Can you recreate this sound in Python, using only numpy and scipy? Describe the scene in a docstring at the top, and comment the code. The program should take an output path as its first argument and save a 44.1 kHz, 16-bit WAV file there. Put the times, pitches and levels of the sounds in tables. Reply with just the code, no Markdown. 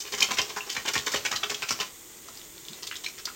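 """Soapy hands over a basin

Wet hands rub together over a bathroom basin, then spread the lather more gently over a face.
Each squelch is a run of tiny ruptures: the soap film crackles, an air pocket rings, the flesh slaps.
Single bubbles snap, air pockets plop in rising notes, pushed air thumps low, wet skin slides.
Hands bump the cheeks, and the basin's hollow note sounds at listed moments.
The small hard room rings with resonances and decaying noise echoes, over a steady coloured hiss."""
import sys
import numpy as np
from scipy import signal
from scipy.fft import rfft, irfft
from scipy.io import wavfile

SR = 44100
rng = np.random.default_rng(int(sys.argv[2]) if len(sys.argv) > 2 else 0)


def transcribe(u):
    """Save the signal u as a 16-bit wav file named by the first command-line argument.

    u: samples, shape (n,) or (channels, n), limited to [-1, 1]; the rate is SR.
    q: integer samples, one column per channel.
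    """
    v = np.clip(np.atleast_2d(u).T, -1, 1)
    q = np.round(v * 32767).astype(np.int16)
    wavfile.write(sys.argv[1], SR, q)


N = 147735
T = np.arange(N) / SR   # time in seconds

# Hand squeezes, except the first row, a short hissy burst; levels before the trims below:
# start_s, length_s, flesh_db, pocket_db, film_db, pocket_hz
SQUELCHES = [(0, 0.023, -55, -50.5, -36, 3130), (0.045, 0.039, -54.5, -44, -56, 2650),
             (0.121, 0.029, -40, -37, -34.5, 2340), (0.176, 0.016, -43.5, -38.5, -34.5, 2110),
             (0.202, 0.015, -38, -32, -33, 2850), (0.223, 0.0082, -33.5, -27, -20.5, 2700),
             (0.228, 0.022, -43, -52, -36.5, 2730.0), (0.284, 0.029, -40.5, -40.5, -55, 2030),
             (0.308, 0.012, -31, -31, -31.5, 2300), (0.333, 0.012, -47, -45, -36, 2000.0),
             (0.37, 0.022, -44, -32.5, -37, 2220), (0.384, 0.012, -31.5, -24, -29, 2790),
             (0.405, 0.024, -45, -61, -46, 2740.0), (0.492, 0.019, -41.5, -40, -41.5, 2520),
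             (0.562, 0.025, -41.5, -36, -39.5, 1580), (0.667, 0.022, -45.5, -48, -48, 2300),
             (0.695, 0.0083, -67, -31.5, -36, 3100), (0.709, 0.022, -54, -46, -37, 3000),
             (0.748, 0.0082, -45, -37, -38, 2340), (0.764, 0.0072, -40, -28, -35.5, 1800),
             (0.78, 0.029, -48.5, -49, -50, 1760), (0.851, 0.012, -37.5, -35.5, -37.5, 2060),
             (0.872, 0.019, -37, -29.5, -31.5, 2360), (0.887, 0.0082, -39, -56, -36, 2140),
             (0.934, 0.012, -44, -33, -28.5, 2090), (0.953, 0.015, -32.5, -29.5, -33.5, 2130),
             (0.973, 0.018, -47.5, -40, -36, 3040), (1.063, 0.02, -35, -30.0, -31, 2350),
             (1.117, 0.018, -46, -39, -33.5, 2300), (1.14, 0.01, -29, -27.5, -30.5, 2090),
             (1.157, 0.018, -49, -33.5, -36, 2900), (1.249, 0.016, -37.5, -27, -31, 2005),
             (1.312, 0.0066, -35, -29, -29.5, 2270), (1.325, 0.015, -38.5, -31.5, -37, 1490),
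             (1.356, 0.015, -48, -34, -32.5, 2980), (1.431, 0.011, -36.5, -28, -41, 2300),
             (1.496, 0.0091, -37.5, -31, -30.0, 2210), (1.509, 0.014, -38.5, -36.5, -37, 1460),
             (1.543, 0.0076, -52, -32.5, -35.5, 3460), (1.621, 0.017, -38.5, -32, -38, 2190),
             (1.686, 0.0097, -47, -30.5, -30, 3000), (1.705, 0.011, -32, -30.5, -27.5, 2200),
             (1.72, 0.013, -42, -43, -32, 1610), (1.788, 0.005, -38, -40, -42, 2200.0),
             (1.801, 0.0097, -33, -29.5, -30, 2580), (1.812, 0.02, -44.5, -34.5, -40.5, 1810),
             (2.279, 0.013, -52, -53, -46.5, 1390), (2.824, 0.016, -48.5, -42.5, -41.5, 3120),
             (2.868, 0.0093, -59, -37, -34.5, 3380), (2.911, 0.018, -76, -39, -55, 2390),
             (2.939, 0.0062, -66, -40, -53, 2760), (2.956, 0.014, -54, -41, -48, 3500),
             (3.037, 0.016, -48.5, -42, -40, 3180.0), (3.061, 0.0069, -65, -39, -37, 2510),
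             (3.08, 0.0085, -56, -45, -40.5, 2400), (3.179, 0.025, -65, -46.0, -45, 2030),
             (3.253, 0.0049, -53.5, -44, -28.5, 2950), (3.27, 0.021, -59, -41.5, -50, 1600)]
# Tone of slapping flesh: frequency_hz, relative_level_db
FLESH_TONE = [(100, -17), (200, -8.5), (400, -5), (800, -3), (1100, 1), (1600, -15.5), (3000, -33.5)]
# Tone of the tearing soap film, also used by the snaps: frequency_hz, relative_level_db
FILM_TONE = [(1500, -21), (2800, -6.5), (3800, -3.5), (5400, 3.5), (7200, 0), (8600, -9.5), (10000, -17),
             (12000, -19.5), (14000, -8.5), (16000, -20)]
# Tone around the air pocket's resonance: frequency_hz, relative_level_db
POCKET_TONE = [(400, -7), (900, -9), (1300, 0), (2000, -1.5), (3200, 0.5), (4200, 0), (7000, 3),
               (12000, -74)]
FLESH_TRIM_DB, FILM_TRIM_DB = -2.5, -0.5
RUPTURES_PER_S, RUPTURE_SPREAD_DB = 1050, 4.3
PRESS_ATTACK_S, PRESS_RELEASE_S = 0.00074, 0.0017   # time constants
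POCKET_WIDTH_HZ, FILM_BUBBLE_HZ = 1050, 5320
POCKET_BUBBLE_GAIN = 0.89   # bubbles against ruptures in the pocket


def squelches(size=4096):
    """Each row sends a run of ruptures into flesh, air pocket and film, and sets bubbles ringing."""
    out, t = np.zeros(N), T[:size]
    for start_s, length_s, flesh_db, pocket_db, film_db, pocket_hz in SQUELCHES:
        attack = 1 - np.exp(-t / PRESS_ATTACK_S)
        release = np.exp(-np.maximum(t - length_s, 0) / PRESS_RELEASE_S)
        press = attack * release

        slap, gurgle, crackle = (press * ruptures(RUPTURES_PER_S, RUPTURE_SPREAD_DB, size) for _ in range(3))
        gurgle = rms_one(resonate(gurgle, pocket_hz, POCKET_WIDTH_HZ))
        gurgle = gurgle + POCKET_BUBBLE_GAIN * bubbles(press, pocket_hz)
        film_bubbles = colour(bubbles(press, FILM_BUBBLE_HZ), FILM_TONE)
        crackle = rms_one(colour(crackle, FILM_TONE)) + rms_one(film_bubbles)

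        flesh = from_db(flesh_db + FLESH_TRIM_DB) * rms_one(colour(slap, FLESH_TONE))
        pocket = from_db(pocket_db) * rms_one(colour(gurgle, POCKET_TONE))
        film = from_db(film_db + FILM_TRIM_DB) * rms_one(crackle)
        press_rms = np.sqrt(np.mean(press ** 2))   # a shorter press carries less energy
        add(out, start_s, (flesh + pocket + film) * press_rms)
    return out


SMEAR_GAIN = 0.06   # noise against the clicks


def ruptures(per_s, spread_db, size):
    """Random clicks of either sign and uneven size over a faint smear of noise; rms 1."""
    size_db = spread_db * np.minimum(rng.exponential(1, size), 4)
    sizes = from_db(size_db) * rng.choice([-1, 1], size)
    clicks = rms_one(sizes * (rng.random(size) < per_s / SR))
    return rms_one(clicks + SMEAR_GAIN * rng.standard_normal(size))


BUBBLE_Q, BUBBLE_SPREAD_OCT = 13, 0.858   # pitch strays this far up or down
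BUBBLE_MAX_RISE_PER_S = 30.8   # fraction of the starting pitch gained each second


def bubbles(press, hz, count=22):
    """Tiny bubbles around one pitch, each with its own size and glide, born during the press; rms 1."""
    out = np.zeros(2 * len(press))
    for when, octaves, rise, strength in rng.random((count, 4)):
        # births are likelier where the press is stronger
        i = np.searchsorted(np.cumsum(press), when * press.sum())
        bubble_hz = np.clip(hz * 2 ** (BUBBLE_SPREAD_OCT * (2 * octaves - 1)), 300, 9000)
        decay_s = BUBBLE_Q / (np.pi * bubble_hz)
        ring = bubble(bubble_hz, decay_s, rise * BUBBLE_MAX_RISE_PER_S)
        out[i:i + len(ring)] += (2 * strength - 1) * np.sqrt(bubble_hz) * ring
    return rms_one(out[:len(press)])


def bubble(hz, decay_s, rise_per_s, size=1024):
    """Trapped air rings and dies away while its pitch rises."""
    t = T[:size]
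    return rising_tone(hz, rise_per_s, t) * np.exp(-t / decay_s)


def rising_tone(hz, rise_per_s, t):
    """A sine whose pitch climbs steadily by a fraction of its start each second."""
    return np.sin(2 * np.pi * hz * t * (1 + rise_per_s * t / 2))


# Single bubbles snapping, level of the ring's peak: start_s, ring_peak_db, start_pitch_hz
SNAPS = [(0.2066, -12, 5200), (0.2274, -12.5, 3770), (0.4168, -15, 5440), (0.7013, -19.5, 5140),
         (0.979, -16.5, 3350), (1.162, -18, 2910), (1.3629, -19.5, 4500), (2.374, -29.5, 4900),
         (2.3945, -37, 3840), (2.4152, -34, 3500), (2.58, -33, 3650), (2.651, -34.5, 3670),
         (2.6843, -26.5, 3360), (2.7326, -28, 3850), (2.8319, -20.5, 4700), (2.9141, -26, 2660),
         (2.956, -25.5, 3450), (2.9633, -30, 3400), (2.969, -27, 6500), (3.0452, -22.5, 3880),
         (3.2554, -18.5, 4930)]
SNAP_CYCLES, SNAP_RISE_PER_S = 16, 15.4   # cycles to fall 60 dB; pitch rise as a fraction per second
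CRACK_DB, SPRAY_DB, SPRAY_DECAY_S = -11, -11, 0.0023   # levels against the ring, before the pitch factor


def snaps(size=1024):
    """A bubble cracks, rings for a few cycles at a rising pitch and throws a little spray."""
    out, t = np.zeros(N), T[:size]
    crack = colour(1. * (t == 0), FILM_TONE)   # one click through the film
    crack = from_db(CRACK_DB) * crack / crack.max()
    for start_s, peak_db, hz in SNAPS:
        swell = 1 - np.exp(-2 * t * hz)
        decay = from_db(-60 * t * hz / SNAP_CYCLES)
        ring = rising_tone(hz, SNAP_RISE_PER_S, t) * decay * swell
        spray = rms_one(colour(rng.standard_normal(size), FILM_TONE)) * np.exp(-t / SPRAY_DECAY_S)
        burst = crack + from_db(SPRAY_DB) * spray
        burst = min(hz / 3500, 1) * burst   # big, low bubbles crack and spray less
        add(out, start_s, from_db(peak_db) * (ring / ring.max() + burst))
    return out


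# Trapped air plopping out, peak before the room: start_s, peak_db, start_pitch_hz
PLOPS = [(.14, -23.5, 2067), (.2218, -12.5, 2411), (0.2261, -14.5, 3080), (0.3163, -23, 2270),
         (.3885, -19.5, 3390), (.3893, -20, 2030), (0.393, -19.5, 3020), (0.5696, -28.5, 950),
         (.579, -28, 1560), (0.6066, -24.5, 2660), (0.7662, -22, 1920), (.863, -26, 3120),
         (0.8822, -24.5, 2900), (.954, -15, 1820), (.962, -20, 2400), (1.138, -20, 1851), (1.147, -26, 606),
         (1.257, -26, 2230), (1.3613, -25, 4010), (1.4312, -24.5, 1305), (1.434, -22.5, 3330),
         (1.546, -28, 3210), (1.627, -22, 2460), (1.7071, -19.5, 5520), (1.8, -24.5, 2928),
         (2.286, -37, 1270), (2.9123, -30, 1500), (2.924, -31, 1440), (3.0623, -26, 4120),
         (3.063, -22.5, 2325), (3.277, -33, 1180), (3.3, -35.5, 1310)]
PLOP_SWELL_S, PLOP_DECAY_S, PLOP_RISE_PER_S = 0.001, 0.0016, 6.3   # rise as a fraction per second


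def plops():
    """Air pockets pinch off between the palms: round, rising notes with no crack."""
    out = np.zeros(N)
    for start_s, peak_db, hz in PLOPS:
        ring = bubble(hz, PLOP_DECAY_S, PLOP_RISE_PER_S)
        ring = ring * (1 - np.exp(-T[:len(ring)] / PLOP_SWELL_S))
        add(out, start_s, from_db(peak_db) * ring / ring.max())
    return out


# Low thumps of pushed air, level before the swell and decay: start_s, level_db
PUFFS = [(0.389, -34.5), (0.77, -38), (0.959, -29.5), (1.147, -31), (1.335, -39), (1.522, -44),
         (1.709, -34.5)]
SWEEP_START_HZ, SWEEP_END_HZ, SWEEP_FALL_S = 471, 48.7, 0.00655
PUFF_ATTACK_S, PUFF_DECAY_S = 0.0057, 0.011


def puffs(size=6000):
    """Soft low thumps of pushed air, their lowest part delayed so that each is heard as a falling sweep."""
    out, t = np.zeros(N), T[:size]
    hz = SWEEP_END_HZ + (SWEEP_START_HZ - SWEEP_END_HZ) * np.exp(-t / SWEEP_FALL_S)
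    swell = 1 - np.exp(-t / PUFF_ATTACK_S)
    puff = np.sin(2 * np.pi * np.cumsum(hz) / SR) * swell * np.exp(-t / PUFF_DECAY_S)
    for start_s, level_db in PUFFS:
        add(out, start_s, from_db(level_db) * puff)
    return out


# Loudness of wet skin sliding between squelches, before the room: time_s, level_db
SLIDE_LEVEL = [(0, -49.5), (.3, -42.5), (.65, -48.5), (1.1, -43.5), (1.6, -45), (1.83, -44), (1.92, -54.5),
               (2.22, -54), (2.35, -49.5), (2.52, -55), (2.78, -49.5), (2.95, -51.5), (3.14, -54),
               (3.35, -51.5)]
# Tone of the sliding lather: frequency_hz, relative_level_db
SLIDE_TONE = [(200, -9), (500, 1), (1200, 0.5), (3000, 3), (7000, 4), (10000, -22), (16000, -3)]
SLIDE_GRAINS_PER_S = 990


def slide():
    """Moving hands draw a fine crackle of equal-sized grains from the lather."""
    grains = colour(ruptures(SLIDE_GRAINS_PER_S, 0, N), SLIDE_TONE)
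    return from_db(np.interp(T, *np.transpose(SLIDE_LEVEL))) * rms_one(grains)


# Hands softly bumping the cheeks, peak of the envelope: start_s, peak_db, pitch_hz
BUMPS = [(2.621, -57, 136), (2.699, -43.5, 166), (2.71, -45.5, 217)]
BUMP_RISE_S = 0.0067


def bumps(size=4096):
    """Skin on skin gives dull, short thuds: low sines that swell and fade."""
    out, t = np.zeros(N), T[:size]
    envelope = t / BUMP_RISE_S * np.exp(1 - t / BUMP_RISE_S)
    for start_s, peak_db, hz in BUMPS:
        add(out, start_s, from_db(peak_db) * np.sin(2 * np.pi * hz * t) * envelope)
    return out


# Moments when the basin's hollow note sounds, some with only faint squelches;
# level before the swell and decay: start_s, level_db
BASIN_NOTES = [(.05, -43.5), (.387, -30.5), (.563, -36.5), (.958, -38), (1.143, -29.5), (1.437, -36),
               (1.504, -34.5)]
BASIN_HZ, BASIN_T60_S, BASIN_SWELL_S = 416, 0.24, 0.0023


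def basin_note():
    """The hollow note of the basin swells and rings on at one pitch at each listed moment."""
    out = np.zeros(N)
    swell = 1 - np.exp(-T / BASIN_SWELL_S)
    note = np.sin(2 * np.pi * BASIN_HZ * T) * swell * from_db(-60 * T / BASIN_T60_S)
    for start_s, level_db in BASIN_NOTES:
        add(out, start_s, from_db(level_db) * note)
    return out


# Ringing modes of the basin and room corners: frequency_hz, level_db, t60_s
ROOM_MODES = [(208.5, 6.5, 0.45), (241, 6, 0.32), (415.7, 9, 0.1), (800, 3, 0.095), (1019, 4.5, 0.22),
              (2970, -6, 0.13)]
LESS_ECHO_S, LESS_ECHO_DB = 1.5, -1.5   # from here on the hands echo less
HAND_MOVE_S = 0.25   # a fresh echo pattern this often


def bathroom(x):
    """The echoes change as the hands move; the resonant modes keep their pitches."""
    wet = x * from_db(LESS_ECHO_DB * (T > LESS_ECHO_S))
    out = x.copy()
    for hz, level_db, t60_s in ROOM_MODES:
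        width_hz = np.log(1000) / (np.pi * t60_s)
        out += from_db(level_db) * resonate(wet, hz, width_hz)
    step = int(HAND_MOVE_S * SR)
    for i in range(0, N, step):
        add(out, i / SR, signal.fftconvolve(wet[i:i + step], echoes()))
    return out


# How long the room's tail rings: frequency_hz, t60_s
ROOM_T60 = [(100, 0.33), (500, 0.33), (1500, 0.23), (4000, 0.22), (8000, 0.21), (16000, 0.18)]
TAIL_DB, TAIL_DELAY_S = -7.5, 0.0081
EARLY_DB, EARLY_DECAY_S, EARLY_PER_S = -4.5, 0.013, 1500


def echoes(size=20000):
    """Quick reflections off basin and mirror, then a diffuse noise tail dying at its own rate per band."""
    t, white = T[:size], rfft(rng.standard_normal(size))
    hz, edges = np.fft.rfftfreq(size, 1 / SR), np.geomspace(50, SR / 2, 10)
    tail = np.zeros(size)
    for low, high in zip(edges, edges[1:]):
        band = irfft(white * (hz >= low) * (hz < high))
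        tail += band * from_db(-60 * t / at_hz(ROOM_T60, np.sqrt(low * high)))
    tail = tail * (t > TAIL_DELAY_S)

    early = rng.standard_normal(size) * (rng.random(size) < EARLY_PER_S / SR)
    early = early * np.exp(-t / EARLY_DECAY_S) * (t > .001)
    # each part is set to unit energy before its level
    tail = from_db(TAIL_DB) * tail / np.linalg.norm(tail)
    return tail + from_db(EARLY_DB) * early / np.linalg.norm(early)


# Tone of the steady hiss: frequency_hz, relative_level_db
HISS_TONE = [(15, -45), (25, -4), (59, -2.5), (277, -4), (335, 5), (677, -13), (754, -21), (863, -10),
             (1400, -11), (1650, -20), (1940, -5), (2760, -18), (3430, -5), (4370, -25), (6740, -1.5),
             (8830, -5.5), (10100, -17), (14000, -7), (16000, -9.5)]
HISS_DB = -47   # rms, before the top is cut


def hiss():
    """Steady background noise with a fixed spectrum."""
    return from_db(HISS_DB) * rms_one(colour(rng.standard_normal(N), HISS_TONE, size=8192))


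def from_db(db):
    """Decibels to gain."""
    return 10 ** (np.asarray(db) / 20)


def rms_one(x):
    """Scale to unit rms."""
    return x / np.sqrt(np.mean(x ** 2) + 1e-20)


def at_hz(points, hz):
    """Read a table on a log-frequency axis."""
    f, v = np.transpose(points)
    return np.interp(np.log(np.maximum(hz, 1)), np.log(f), v)


def colour(x, spectrum, size=2048):
    """Causal (minimum-phase) filter with the given spectrum."""
    gain = from_db(at_hz(spectrum, np.fft.rfftfreq(size, 1 / SR)))
    cepstrum = irfft(np.log(gain))
    # folding the cepstrum forward gives minimum phase
    cepstrum[1:size // 2] *= 2
    cepstrum[size // 2 + 1:] = 0
    impulse = irfft(np.exp(rfft(cepstrum)))
    return signal.fftconvolve(x, impulse)[:len(x)]


def resonate(x, hz, width_hz):
    """A two-pole resonance with gain of about 1 on top."""
    r = np.exp(-np.pi * width_hz / SR)
    zeros = np.array([1, 0, -1]) * (1 - r * r) / 2
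    poles = [1, -2 * r * np.cos(2 * np.pi * hz / SR), r * r]
    return signal.lfilter(zeros, poles, x)


def add(out, s, x):
    """Mix a sound in at time s."""
    i = max(int(s * SR), 0)
    out[i:i + len(x)] += x[:max(N - i, 0)]


def scene():
    """The hands in the room, with bumps, basin note and hiss added without echoes."""
    hands = squelches() + snaps() + plops() + puffs() + slide()
    return (bathroom(hands) + bumps() + basin_note() + hiss())[None]


CUTOFF_HZ = 16100


def record(dry):
    """A steep elliptic low-pass cuts the top."""
    low_pass = signal.ellip(12, .2, 80, CUTOFF_HZ, fs=SR, output="sos")   # ripple, stopband in dB
    return signal.sosfilt(low_pass, dry)


dry = scene()
out = record(dry)
transcribe(out)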